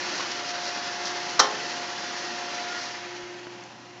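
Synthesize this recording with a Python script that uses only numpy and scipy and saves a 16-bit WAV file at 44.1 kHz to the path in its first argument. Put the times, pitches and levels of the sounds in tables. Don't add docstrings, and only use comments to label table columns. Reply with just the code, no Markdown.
import sys
import numpy as np
from scipy import signal
from scipy.fft import rfft, irfft
from scipy.io import wavfile
from scipy.ndimage import uniform_filter1d

SR = 44100
rng = np.random.default_rng(int(sys.argv[2]) if len(sys.argv) > 2 else 0)


def generate_wav(signal):
    frames = np.transpose(np.atleast_2d(signal))
    scaled = np.clip(frames, -1, 1) * 32767
    pcm = np.round(scaled).astype(np.int16)
    wavfile.write(sys.argv[1], SR, pcm)


N = 176400
T = np.arange(N) / SR
HZ = np.fft.rfftfreq(N, 1 / SR)
TONE_FLUTTER_DB = 0.7

# t/s, air gain/dB, shade/0-1
MIC_PATH = [(0, 2, 0.09), (.6, -1, 0), (.95, -0.5, 0.01), (1.3, 3.2, 0.25), (1.75, 1.5, 0.17),
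            (2.3, 1, 0.2), (2.6, -0.4, 0.1), (2.85, -1, 0.07), (3.05, -3.5, 0.24), (3.3, -3, 0.54),
            (3.55, -2.5, 0.74), (3.72, 0, 0.99), (4, -2.5, 0.95)]


def amp(db):
    return 10 ** (np.asarray(db) / 20)


def unit(x):
    return x / np.sqrt(np.mean(x ** 2) + 1e-20)


def spectrum(points, hz):
    f, value = np.transpose(points)
    return np.interp(np.log(hz + 1), np.log(f), value)


def curves(rows, t):
    times, *columns = np.transpose(rows)
    return [np.interp(t, times, column) for column in columns]


def bell(hz, centre_hz, sigma_oct):
    return np.exp(-(np.log2((hz + 1) / centre_hz) / sigma_oct) ** 2 / 2)


def noise(gain):
    return unit(irfft(rfft(rng.standard_normal(N)) * gain, N))


def drift(rate_hz):
    return noise(np.exp(-(HZ / rate_hz) ** 2))


def decay(start_s, t60_s, rise_s=0.00097):
    age = np.maximum(T - start_s, 0)
    return (1 - np.exp(-age / rise_s)) * np.exp(-np.log(1000) * age / t60_s)


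def reflection_comb(hz, t, depth_db=2.5, width_hz=14, hold_s=0.18, corner_hz=370):
    delay_s = np.fft.fftfreq(len(hz), hz[1])[:, None]
    rate_hz = np.fft.fftfreq(len(t), t[1])
    smoothing = np.exp(-(delay_s * width_hz) ** 2 - (2 * rate_hz * hold_s) ** 2)
    ripple = np.fft.ifft2(np.fft.fft2(rng.standard_normal(smoothing.shape)) * smoothing).real
    return depth_db * unit(ripple) * (hz / (hz + corner_hz))[:, None]


def air(level_db=-33, flicker_db=0.68, patch_db=0.32):
    # f/Hz, relative density/dB
    rush_spectrum = [(25, -51), (60, -37.5), (95, -29), (140, -23.5), (190, -16.5), (320, -13),
                     (450, -14.5), (600, -10.5), (800, -12), (1200, -13), (1700, -11), (2500, -14),
                     (3300, -14.5), (5600, -14), (6400, -18.5), (7200, -26.5), (7600, -35), (7900, -59),
                     (8700, -44)]
    # f/Hz, width/Hz, gain/dB
    resonances = [(320, 96, 2.5), (460, 100, -3), (548, 40, 5), (659, 70, -5.5), (861, 7.3, 7.5),
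                  (1130, 98, 1), (1370, 85, 3.5), (1900, 580, 2.5), (2286, 150, -3), (3660, 340, -2),
                  (4370, 300, 2)]
    # f/Hz, gain/dB
    full_shade = [(60, -2), (150, 1.5), (300, -6), (550, -10.5), (850, -7.5), (1400, -15), (2000, -15),
                  (2800, -11.5), (3800, -17), (5500, -17.5), (8000, -12.5)]
    # t/s, gain/dB
    presence = [(0, 0.5), (1.3, -.5), (2.2, -0.5), (2.5, 2), (2.8, 0), (3.0, 3.5), (3.25, 3.5), (3.55, 0.5),
                (3.78, -2.5), (4, 2.5)]
    frames = dict(fs=SR, nperseg=2048, noverlap=1536)
    hz, t, bins = signal.stft(rng.standard_normal(N), **frames)
    duct_db = sum(db / (1 + (2 * (hz - f) / width) ** 2) for f, width, db in resonances)
    colour = unit(amp(spectrum(rush_spectrum, hz) + duct_db))[:, None]
    path_db, shade = curves(MIC_PATH, t)
    shade_db = spectrum(full_shade, hz)[:, None] * shade
    presence_db = bell(hz, centre_hz=2260, sigma_oct=0.3)[:, None] * curves(presence, t)[0]
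    patches = uniform_filter1d(rng.standard_normal(bins.shape), size=24, axis=0)
    patches = unit(uniform_filter1d(patches, size=7, axis=1))
    gain_db = path_db + presence_db + shade_db + patch_db * patches + reflection_comb(hz, t)
    rush = signal.istft(bins * colour * amp(gain_db), **frames)[1][:N]
    return rush * amp(level_db + flicker_db * drift(34))


def fan_blades(blade_hz=354.35, waver=0.0008, shaft_hz=17, throb_depth=0.1):
    # t/s, rms level/dB of harmonics 1, 2, 4
    harmonics = [(0, -44, -48.5, -66), (.25, -46.5, -47.5, -66), (.53, -50.5, -39, -70),
                 (.8, -51.5, -39.5, -56), (1.15, -44.5, -41.5, -61), (1.7, -48.5, -41.5, -71),
                 (2.1, -50.5, -43.5, -64), (2.4, -48, -42, -67), (2.64, -51, -38.5, -54),
                 (2.7, -49, -42.5, -40.5), (2.78, -45, -41.5, -39), (2.83, -56, -43.5, -60),
                 (3.0, -49.5, -47.5, -68), (3.14, -42.5, -51.5, -70), (3.5, -44.5, -56.5, -73.5),
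                 (3.62, -51, -49, -71), (3.72, -62, -65, -74), (4, -50, -53.5, -73)]
    phase = 2 * np.pi * np.cumsum(blade_hz * (1 + waver * drift(10))) / SR
    tone = sum(amp(db + TONE_FLUTTER_DB * drift(21)) * np.sin(k * phase)
               for k, db in zip((1, 2, 4), curves(harmonics, T)))
    throb = 1 + throb_depth * np.sin(2 * np.pi * shaft_hz * T)
    return np.sqrt(2) * tone * throb


def motor(hum_hz=119.9, whine_hz=980.4, whine_db=-51.5, shade_db=-12.5):
    # t/s, rms level/dB
    hum_level = [(0, -62.5), (2.6, -63.5), (2.95, -60.5), (4, -58.5)]
    hum = amp(curves(hum_level, T)[0]) * np.sin(2 * np.pi * hum_hz * T)
    shade = curves(MIC_PATH, T)[1]
    whine_gain = amp(whine_db + shade_db * shade + TONE_FLUTTER_DB * drift(4.5))
    return np.sqrt(2) * (hum + whine_gain * np.sin(2 * np.pi * whine_hz * T))


def beans(clicks_per_s=2500):
    # t/s, Gaussian sigma/s, level/dB
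    swishes = [(0.186, 0.033, -35.5), (0.321, 0.0037, -30), (0.497, .02, -38), (0.674, 0.044, -38),
               (1.069, 0.02, -34), (1.22, 0.013, -41), (1.305, 0.01, -37), (2.19, .015, -39.5),
               (2.55, .012, -39), (2.84, 0.038, -41.5)]
    # f/Hz, relative density/dB
    click_spectrum = [(1000, -27), (3000, -10.5), (4500, -5.5), (5600, -2.5), (6800, -11.5), (8000, -35.5)]
    clicks = rng.standard_normal(N) * (rng.random(N) < clicks_per_s / SR)
    rattle = unit(irfft(rfft(clicks) * amp(spectrum(click_spectrum, HZ)), N))
    return rattle * sum(amp(db) * np.exp(-((T - t) / sigma) ** 2 / 2) for t, sigma, db in swishes)


def strike(contacts, colour_db, crack_db=-5.5, tail_db=-23):
    # f/Hz, t60/s
    room = [(200, .7), (500, 0.75), (1100, 0.32), (2200, 0.37), (4500, 0.26), (7500, 0.2)]

    def burst(t60_s, rise_s):
        power = sum((amp(db) * decay(t, t60_s, rise_s)) ** 2 for t, db in contacts)
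        return rfft(rng.standard_normal(N) * np.sqrt(power))

    centres_hz, t60s = np.transpose(room)
    bands = [np.sqrt(spectrum(list(zip(centres_hz, share)), HZ)) for share in np.eye(len(room))]
    tail = sum(burst(t60, rise_s=0.0074) * band for t60, band in zip(t60s, bands))
    crack = burst(t60_s=0.022, rise_s=0.0004)
    return irfft((amp(crack_db) * crack + amp(tail_db) * tail) * unit(amp(colour_db)), N)


def metal_part(dull_db_per_oct=-4.5, dull_from_hz=1200, ring_db=-0.5):
    # t/s, relative level/dB
    knocks = [(.183, -23), (.196, -22), (.206, -20), (.2255, -16.5)]
    # t/s, relative level/dB
    clack = [(1.3926, -6), (1.3949, -0.5), (1.3993, 2), (1.4041, -10.5)]
    # f/Hz, relative density/dB
    contact_spectrum = [(60, -36.5), (150, -22), (330, -6.5), (450, -11.5), (570, -2.5), (1150, 4),
                        (1500, -0.5), (2000, -6), (2800, -12), (4100, -1.5), (4800, -5), (5600, 1.5),
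                        (6700, -9), (7400, -14.5), (7800, -32), (8600, -34.5)]
    # f/Hz, relative level/dB, t60/s
    panel_modes = [(423, -32, .9), (531.5, -26, .4), (790, -24, .2), (850, -25.5, .38), (1060.5, -22, .38),
                   (1105, -25, .18), (1241, -22, .22), (1351, -22, .22), (1510, -24, .19), (1771, -30, .3),
                   (1815, -29, .25), (3085, -29, .2), (3150, -26, .25), (3909, -28, .14), (4290, -29, .14),
                   (5243, -25, .12), (5615, -25, .14), (5801, -25, .14), (6485, -30, .13)]
    hard_db = spectrum(contact_spectrum, HZ)
    soft_db = hard_db + dull_db_per_oct * np.log2(np.maximum(HZ / dull_from_hz, 1))
    blow_s = max(clack, key=lambda row: row[1])[0]
    ring = sum(amp(db) * decay(blow_s, t60) * np.sin(2 * np.pi * (f * T + rng.random()))
               for f, db, t60 in panel_modes)
    return strike(knocks, soft_db) + strike(clack, hard_db) + amp(ring_db) * ring


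def handling_taps():
    # t/s, level/dB, f/Hz, sigma/oct, t60/s
    taps = [(.204, -29, 2600, .6, .04), (3.108, -41, 5400, .2, .03), (3.228, -50, 75, .6, .07),
            (3.4678, -28.5, 520, 1.2, .03), (3.607, -41, 5100, .2, .025), (3.6378, -28, 5900, .18, .006)]
    return sum(amp(db) * decay(t, t60) * noise(bell(HZ, f, sigma)) for t, db, f, sigma, t60 in taps)


def scene():
    return (air() + fan_blades() + motor() + beans() + metal_part() + handling_taps())[None]


def record(dry, bass_cut_hz=55, edge_hz=8700, overload=0.55, squash=0.19, top_hz=16000):
    def low_pass(x, hz):
        kernel = signal.firwin(255, hz, window=("kaiser", 8), fs=SR)
        return signal.oaconvolve(x, kernel[None], "same")

    bass_cut = signal.butter(1, bass_cut_hz, "highpass", fs=SR, output="sos")
    band = low_pass(signal.sosfilt(bass_cut, dry), edge_hz)
    excess = band - np.clip(band, -overload, overload)
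    return low_pass(band - squash * excess, top_hz)


dry = scene()
out = record(dry)
generate_wav(out)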